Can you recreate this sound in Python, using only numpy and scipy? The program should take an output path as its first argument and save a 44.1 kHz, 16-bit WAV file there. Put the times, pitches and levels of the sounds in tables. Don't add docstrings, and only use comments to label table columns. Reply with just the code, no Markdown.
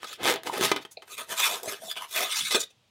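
import sys
import numpy as np
from scipy import signal
from scipy.fft import rfft, irfft, next_fast_len
from scipy.io import wavfile
from scipy.ndimage import map_coordinates

SR = 44100
rng = np.random.default_rng(int(sys.argv[2]) if len(sys.argv) > 2 else 0)


def to_wav(s):
    ch = np.atleast_2d(s).T
    pcm = np.round(np.clip(ch, -1, 1) * 32767)
    wavfile.write(sys.argv[1], SR, pcm.astype(np.int16))


N = 127890
T = np.arange(N) / SR
SIZE = next_fast_len(N + SR // 4, True)
FREQ = np.maximum(np.fft.rfftfreq(SIZE, 1 / SR), 1)

# (per Hz, relative)
AIR_SPECTRUM = [(25, -40.5), (95, -6.5), (345, -20), (473, -17.5), (1760, -24.5), (3220, -18.5),
                (16000, -43.5)]
AIR_DB = -68
# peak_s, rise_s, fall_s, level_db
RUMBLES = [(0.22, 0.017, 0.18, -46), (0.65, 0.14, 0.13, -40.5), (1.85, .12, 0.092, -59),
           (2.43, 0.066, 0.067, -50.5)]
# (per Hz, relative)
RUMBLE_SPECTRUM = [(40, -28), (90, -9), (160, 0), (280, -4), (450, -28), (1500, -68)]

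# start_s, level_db
TAPS = [(0.9698, -36.5), (0.972, -27), (0.977, -37)]
# pitch_hz, width_hz, level_db (relative)
TAP_RESONANCES = [(620, 140, -2), (2450, 170, -2), (4200, 380, -7)]
TAP_DECAY_S = 0.0018

# start_s, level_db, tilt_db_per_octave, crumble_s
KNOCKS = [(0.7157, -11, -0.5, 0.005), (0.7622, -22.5, -0.5, 0.0051), (2.508, -25.5, 5.5, 0.018),
          (2.546, -20.5, -1, 0.006)]
# pitch_hz, level_db (relative), t60_s (time to fall 60 dB)
BOX_MODES = [(245, -6.5, 0.14), (302.6, 7.5, 0.076), (686, 0, .05), (1000, 2.5, 0.062), (2040, 10.5, 0.039),
             (2380, 2.5, .08), (3050, 5, .065), (3380, 0.5, .08), (3880, 3, 0.04)]
# (per Hz, relative)
KNOCK_CRACK = [(60, -34), (190, -10), (300, 2.5), (515, -6), (1200, 2), (1580, -8), (3420, -4),
               (11500, -25.5), (16000, -55.5)]
KNOCK_RING_DB, KNOCK_CRACK_DB = -4, -1

# start_s, crack_db, tilt_db_per_octave, crumble_s, ring_hz, ring_db
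CATCHES = [(0.031, -30.5, -0.5, 0.0022, 1190, -32), (0.044, -31, -2, .005, 1280, -27),
           (0.129, -32.5, 3, 0.0034, 1290, -36.5), (0.434, -30.5, 1.5, 0.0013, 600, -58),
           (0.471, -20.5, -2, 0.0025, 940, -21), (0.497, -22.5, -16, 0.0016, 945, -16.5),
           (0.5806, -26.5, 7, 0.0013, 560, -21), (0.595, -30, 1, .0012, 410, -20),
           (0.61, -20.5, 0, 0.0022, 343, -15.5), (0.85, -35.5, -2, 0.0056, 3200, -32.5),
           (1.021, -42, -2, 0.011, 3120, -39.5), (1.078, -45, 1, .003, 1700, -52),
           (1.181, -33, 3.5, 0.0047, 1250, -34), (1.632, -28.5, 8, 0.0033, 665, -49),
           (1.677, -29.5, -6, 0.0057, 620, -20.5), (1.964, -38, -2, 0.0068, 1000, -37),
           (2.408, -31.5, 2, 0.0036, 3420, -18)]
CATCH_T60_S, RING_ATTACK_S = 0.027, 0.00031
LOW_CUT_HZ = 124

# peak_s, rise_s, fall_s, rasp_db, body_over_rasp_db, fizz_over_rasp_db
GRIP = [(0.052, 0.058, 0.012, -44, -8, -9.5), (0.09, 0.052, 0.019, -41.5, -18, -7.5),
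        (0.13, 0.046, 0.04, -42, -16, -5.5)]
# peak_s, rise_s, fall_s, rasp_db, body_over_rasp_db, fizz_over_rasp_db
JUDDER = [(0.216, 0.038, 0.021, -41, 3, -31.5), (0.286, 0.076, 0.081, -24, -3, -6),
          (0.345, 0.044, 0.067, -36, -2, -35)]
# peak_s, rise_s, fall_s, rasp_db, body_over_rasp_db, fizz_over_rasp_db
DRAG = [(0.475, 0.038, 0.045, -38.5, -0.5, -6), (0.548, 0.042, 0.12, -35.5, -1, -6),
        (0.636, 0.035, 0.051, -24.5, -3, -3), (0.688, 0.1, 0.05, -31.5, -19.5, -7.5),
        (0.77, 0.022, 0.033, -37.5, 0.5, -16), (0.825, 0.028, 0.017, -49.5, -19, -6.5),
        (0.917, 0.0085, 0.03, -63, -6, 14)]
# peak_s, rise_s, fall_s, rasp_db, body_over_rasp_db, fizz_over_rasp_db
REGRIP = [(1.137, 0.062, 0.034, -45.5, -10.5, 3.5), (1.188, 0.027, 0.071, -39.5, -9, -3)]
# peak_s, rise_s, fall_s, rasp_db, body_over_rasp_db, fizz_over_rasp_db
LIFT = [(1.321, 0.043, 0.043, -36.5, -3.5, 1.5), (1.406, 0.048, 0.058, -27, -14, -0.92),
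        (1.453, 0.057, 0.069, -27.5, -15, 0.41), (1.521, 0.078, 0.09, -34, -3.5, -0.5)]
# peak_s, rise_s, fall_s, rasp_db, body_over_rasp_db, fizz_over_rasp_db
SKIM = [(1.659, 0.034, 0.066, -50.5, 15.5, 8.5), (1.69, 0.019, 0.092, -35.5, -3, -1.5)]
# peak_s, rise_s, fall_s, rasp_db, body_over_rasp_db, fizz_over_rasp_db
BRUSH = [(1.839, 0.045, 0.085, -51, 6, 8.5), (1.918, 0.045, 0.02, -40.5, -16, 1)]
# peak_s, rise_s, fall_s, rasp_db, body_over_rasp_db, fizz_over_rasp_db
SHOVE = [(1.976, 0.026, 0.035, -35, -8.5, -6.5), (2.028, 0.042, 0.043, -36.5, -6, -7)]
# peak_s, rise_s, fall_s, rasp_db, body_over_rasp_db, fizz_over_rasp_db
SWEEP = [(2.135, 0.059, 0.037, -46, -13, 7), (2.176, 0.037, 0.04, -25.5, -11, -2),
         (2.221, 0.049, 0.045, -27.5, -5.5, -2.5), (2.259, 0.04, 0.053, -36.5, -9.5, -5)]
# peak_s, rise_s, fall_s, rasp_db, body_over_rasp_db, fizz_over_rasp_db
TURN = [(2.329, 0.057, 0.039, -31, -34.5, -4.5), (2.383, 0.064, 0.056, -29.5, -38, -2.5),
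        (2.46, 0.055, 0.068, -35, -33, 0)]
# peak_s, rise_s, fall_s, rasp_db, body_over_rasp_db, fizz_over_rasp_db
LAND = [(2.517, 0.017, 0.051, -28, -11, -2.5), (2.551, 0.02, 0.04, -21, -3, -5),
        (2.605, 0.014, 0.026, -37, -12.5, 4.5), (2.635, 0.02, 0.012, -38.5, -14, 0),
        (2.709, 0.013, 0.016, -59.5, -6, -3)]
STROKE_SHAPE = 1.85

# pitch_hz, width_hz, level_db (relative)
GRIP_RES = [(1200, 44, -6), (3310, 91, 2.5)]
# pitch_hz, width_hz, level_db (relative)
JUDDER_RES = [(445, 420, -4), (1637, 110, -6.5), (2220, 100, -5.5), (3320, 590, -6.5)]
# pitch_hz, width_hz, level_db (relative)
DRAG_RES = [(335, 124, -6.5), (1106, 260, -10.5), (3450, 1100, -10.5)]
# pitch_hz, width_hz, level_db (relative)
REGRIP_RES = [(1243, 63, 5), (2430, 290, 2.5), (3970, 76, -7)]
# pitch_hz, width_hz, level_db (relative)
LIFT_RES = [(702, 130, -2), (960, 110, 1), (2460, 260, -4), (3500, 450, -12)]
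# pitch_hz, width_hz, level_db (relative)
SKIM_RES = [(560, 300, 5), (1200, 150, 0), (1680, 70, 2), (3380, 300, -2)]
# pitch_hz, width_hz, level_db (relative)
BRUSH_RES = [(670, 130, 6), (3400, 400, -2)]
# pitch_hz, width_hz, level_db (relative)
SHOVE_RES = [(711, 100, 5), (1050, 300, 2), (2300, 220, 0), (2870, 220, 0)]
# pitch_hz, width_hz, level_db (relative)
SWEEP_RES = [(691, 64, 3.5), (1175, 110, -5.5), (1976, 91, 0.5), (2450, 170, -2), (3430, 170, 0.5),
             (14100, 1300, -27.5)]
# pitch_hz, width_hz, level_db (relative)
TURN_RES = [(2140, 140, 2), (3560, 430, 2.3)]
# pitch_hz, width_hz, level_db (relative)
LAND_RES = [(503, 170, 2), (1207, 90, -3), (1610, 110, -2), (1980, 90, -1), (2490, 110, 1), (3620, 520, 3)]

# (per Hz, relative)
TIGHT = [(50, -39), (205, -20), (320, -7), (1120, -3.5), (1870, -4), (3330, -6), (5810, -12.5),
         (11100, -17), (16000, -26)]
# (per Hz, relative)
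LOOSE = [(47, -61.5), (80, -28.5), (672, -0.5), (820, -15), (958, -5), (2720, -8.5), (3470, -5),
         (4830, -22), (14600, -31.5), (16000, -51)]
# (per Hz, relative)
HELD = [(80, -47), (300, -14.5), (515, -10), (896, -12), (1170, -11), (2900, -6.5), (3620, -6),
        (9000, -12.5), (16000, -26)]

# time_s, rate_slips_per_s
SLIP_RATE = [(0.232, 128.6), (0.27, 141), (0.306, 127), (0.323, 67), (0.361, 28)]
FIRST_SLIP_S, SLIP_DECAY_S = 0.2318, 0.0012
SLIP_JITTER = 0.012
BODY_CREEP, FIZZ_CREEP = 0.44, 0.12
BODY_HZ, FIZZ_HZ = 900, 5000
STUTTER_PER_S, STUTTER_DB = 330, 2
WANDER_PER_S, WANDER_WIDTH_HZ = 35, 372.4
DRIFT_PER_S, DRIFT_S = 14, 0.0007

NEAR_DB, NEAR_T60_S = -6.5, 0.025
ROOM_DB, ROOM_T60_S, ROOM_TREBLE_T60_S = -13.5, 0.2, 0.12
CEILING, TOP_HZ = 0.4, 16100


def undb(db):
    return 10 ** (np.asarray(db) / 20)


def unit(x):
    return x / np.sqrt(np.mean(x ** 2))


def spectrum(points):
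    hz, db = np.array(points).T
    return undb(np.interp(np.log(FREQ), np.log(hz), db))


def colour(x, gain):
    cepstrum = irfft(np.log(gain + 1e-6), SIZE)
    cepstrum[1:SIZE // 2] *= 2
    cepstrum[SIZE // 2 + 1:] = 0
    response = np.exp(rfft(cepstrum))
    return irfft(rfft(x, SIZE) * response, SIZE)[:N]


def fade(t, t60):
    return np.exp(-np.log(1000) * t / t60)


def add(out, start, x):
    i = max(int(start * SR), 0)
    out[i:i + len(x)] += x[:N - i]


def walk(per_s):
    return map_coordinates(rng.standard_normal(1024), [T * per_s], mode="mirror")


def room_air():
    return undb(AIR_DB) * unit(colour(rng.standard_normal(N), spectrum(AIR_SPECTRUM)))


def room(x):
    t = T[:SR // 3]
    near, far = rng.standard_normal((2, len(t)))
    dull = signal.sosfilt(signal.butter(2, 4500, fs=SR, output="sos"), far)
    bright = far - dull
    near = near * fade(t, NEAR_T60_S) * (t > 0.002)
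    far = (dull * fade(t, ROOM_T60_S) + bright * fade(t, ROOM_TREBLE_T60_S)) * (t > 0.007)
    response = (t == 0) + undb(NEAR_DB) * near / np.linalg.norm(near)
    response = response + undb(ROOM_DB) * far / np.linalg.norm(far)
    return signal.fftconvolve(x, response / np.linalg.norm(response))[:N]


def beads(rate, scatter_db):
    hit = rng.random(N) < rate / SR
    sign = rng.choice([-1, 1], N)
    size_db = scatter_db * np.minimum(rng.exponential(size=N), 4)
    stutter_db = STUTTER_DB * walk(STUTTER_PER_S)
    return unit(hit * sign * undb(size_db + stutter_db))


def soft_beads():
    return beads(7000, 1.5)


def rumble():
    effort = np.zeros(N)
    for peak, rise, fall, db in RUMBLES:
        away = np.maximum((peak - T) / rise, (T - peak) / fall)
        effort += undb(db - 20 * away)
    return effort * unit(colour(beads(900, 1), spectrum(RUMBLE_SPECTRUM)))


def tap():
    out, t = np.zeros(N), T[:SR // 10]
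    for start, db in TAPS:
        add(out, start, undb(db) * rng.standard_normal(len(t)) * np.exp(-t / TAP_DECAY_S))
    gain = np.zeros(len(FREQ))
    for hz, width, db in TAP_RESONANCES:
        gain += undb(db) / (1 + ((FREQ - hz) / (2 * width)) ** 2) ** 3
    return colour(out, unit(gain))


def crack(points, tilt_db, crumble):
    t = T[:SR // 10]
    hz = np.maximum(np.fft.rfftfreq(len(t), 1 / SR), 1)
    gain = unit(np.interp(hz, FREQ, spectrum(points)) * undb(tilt_db * np.log2(hz)))
    noise = irfft(rfft(rng.standard_normal(len(t))) * gain, len(t))
    return noise * np.exp(-t / max(crumble, 1 / SR))


def knocks():
    out, t = np.zeros(N), T[:SR // 5]
    hz, mode_db, t60 = np.array(BOX_MODES).T[:, :, None]
    for start, db, tilt_db, crumble in KNOCKS:
        gain = undb(mode_db + tilt_db * np.log2(hz)) * rng.choice([-1, 1], hz.shape)
        tones = gain * np.sin(2 * np.pi * hz * t) * fade(t, t60)
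        ring = np.sum(tones, axis=0) / np.linalg.norm(gain)
        add(out, start, undb(db + KNOCK_RING_DB) * ring)
        add(out, start, undb(db + KNOCK_CRACK_DB) * crack(KNOCK_CRACK, tilt_db, crumble))
    return out


def catches():
    out, t = np.zeros(N), T[:SR // 5]
    envelope = fade(t, CATCH_T60_S) * (1 - np.exp(-t / RING_ATTACK_S))
    for start, crack_db, tilt_db, crumble, hz, ring_db in CATCHES:
        add(out, start, undb(crack_db) * crack(TIGHT, tilt_db, crumble))
        add(out, start, undb(ring_db) * np.sin(2 * np.pi * hz * t) * envelope)
    return out


def stick_slip():
    when, rate = np.array(SLIP_RATE).T
    jumps, t = np.zeros(N), FIRST_SLIP_S
    for late, strength in rng.standard_normal((40, 2)):
        if t < when[-1]:
            jumps[int(t * SR)] = undb(1.4 * strength)
        t += (1 + SLIP_JITTER * late) / np.interp(t, when, rate)
    spray = signal.lfilter([1], [1, -np.exp(-1 / (SLIP_DECAY_S * SR))], jumps)
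    grains = rng.choice([-1, 1], N)
    juddering = (T > when[0]) & (T < when[-1])
    out = np.zeros(N)
    for band, creep in (("low", BODY_CREEP), ("high", FIZZ_CREEP)):
        slips = (spray + creep) * grains
        slips = slips / np.std(slips[juddering])
        out += signal.sosfilt(signal.butter(3, FIZZ_HZ, band, fs=SR, output="sos"), slips)
    return out


def wander(x, patchy_db):
    hz, t, z = signal.stft(x, SR, nperseg=256, noverlap=192)
    chance = rng.standard_normal((128, 256))
    grid = np.meshgrid(hz / WANDER_WIDTH_HZ, t * WANDER_PER_S, indexing="ij")
    swell = map_coordinates(chance, grid, mode="mirror")
    z = z * unit(undb(patchy_db * swell))
    return signal.istft(z, SR, nperseg=256, noverlap=192)[1][:N]


def drift(x):
    moved_s = T + DRIFT_S * walk(DRIFT_PER_S)
    return map_coordinates(x, [moved_s * SR], order=5, mode="mirror")


def rub(slips, strokes, friction, resonances, grit_db, patchy_db):
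    power = (undb(grit_db) * spectrum(friction)) ** 2
    for hz, width, db in resonances:
        detune = (FREQ / hz - hz / FREQ) * hz / (1.4 * width)
        power = power + undb(db) ** 2 / (1 + detune ** 2) ** 2
    gain = np.sqrt(power)
    sound = rfft(drift(colour(wander(slips, patchy_db), gain)), SIZE)
    low = 1 / (1 + (FREQ / BODY_HZ) ** 8)
    high = 1 / (1 + (FIZZ_HZ / FREQ) ** 8)
    effort = np.zeros((3, N))
    for peak, rise, fall, rasp, body, fizz in strokes:
        away = np.maximum((peak - T) / rise, (T - peak) / fall)
        on = away < 3
        level_db = np.array([[rasp + body], [rasp], [rasp + fizz]])
        effort[:, on] += undb(level_db - 20 * away[on] ** STROKE_SHAPE) ** 2
    out = np.zeros(N)
    for band, strength in zip((low, 1 - low - high, high), effort):
        out += irfft(sound * band, SIZE)[:N] * np.sqrt(strength / np.mean((gain * band) ** 2))
    return out


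def rubbing():
    return (rub(soft_beads(), GRIP, HELD, GRIP_RES, grit_db=1, patchy_db=4.0)
            + rub(stick_slip(), JUDDER, TIGHT, JUDDER_RES, grit_db=-4.5, patchy_db=1.0)
            + rub(beads(3500, 1.5), DRAG, TIGHT, DRAG_RES, grit_db=-3.5, patchy_db=2.5)
            + rub(beads(3000, 3.1), REGRIP, LOOSE, REGRIP_RES, grit_db=6, patchy_db=5)
            + rub(beads(9000, 1.7), LIFT, LOOSE, LIFT_RES, grit_db=-0.5, patchy_db=3.5)
            + rub(beads(5000, 2.05), SKIM, LOOSE, SKIM_RES, grit_db=2, patchy_db=5.5)
            + rub(soft_beads(), BRUSH, LOOSE, BRUSH_RES, grit_db=3.5, patchy_db=4.5)
            + rub(beads(2000, 2.6), SHOVE, LOOSE, SHOVE_RES, grit_db=-0.5, patchy_db=5.5)
            + rub(beads(7000, 2.0), SWEEP, LOOSE, SWEEP_RES, grit_db=1.5, patchy_db=3)
            + rub(soft_beads(), TURN, HELD, TURN_RES, grit_db=2, patchy_db=4.5)
            + rub(beads(5000, 1.9), LAND, HELD, LAND_RES, grit_db=-5.0, patchy_db=5.0))


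def scene():
    low_cut = signal.butter(3, LOW_CUT_HZ, "high", fs=SR, output="sos")
    blows = signal.sosfilt(low_cut, catches() + tap() + knocks())
    air = room_air()
    foam = rubbing() + rumble() + blows
    return (room(foam) + air)[None]


def record(dry):
    rounded = dry / (1 + (dry / CEILING) ** 4) ** 0.25
    return signal.sosfilt(signal.ellip(10, 0.2, 80, TOP_HZ, fs=SR, output="sos"), rounded)


dry = scene()
out = record(dry)
to_wav(out)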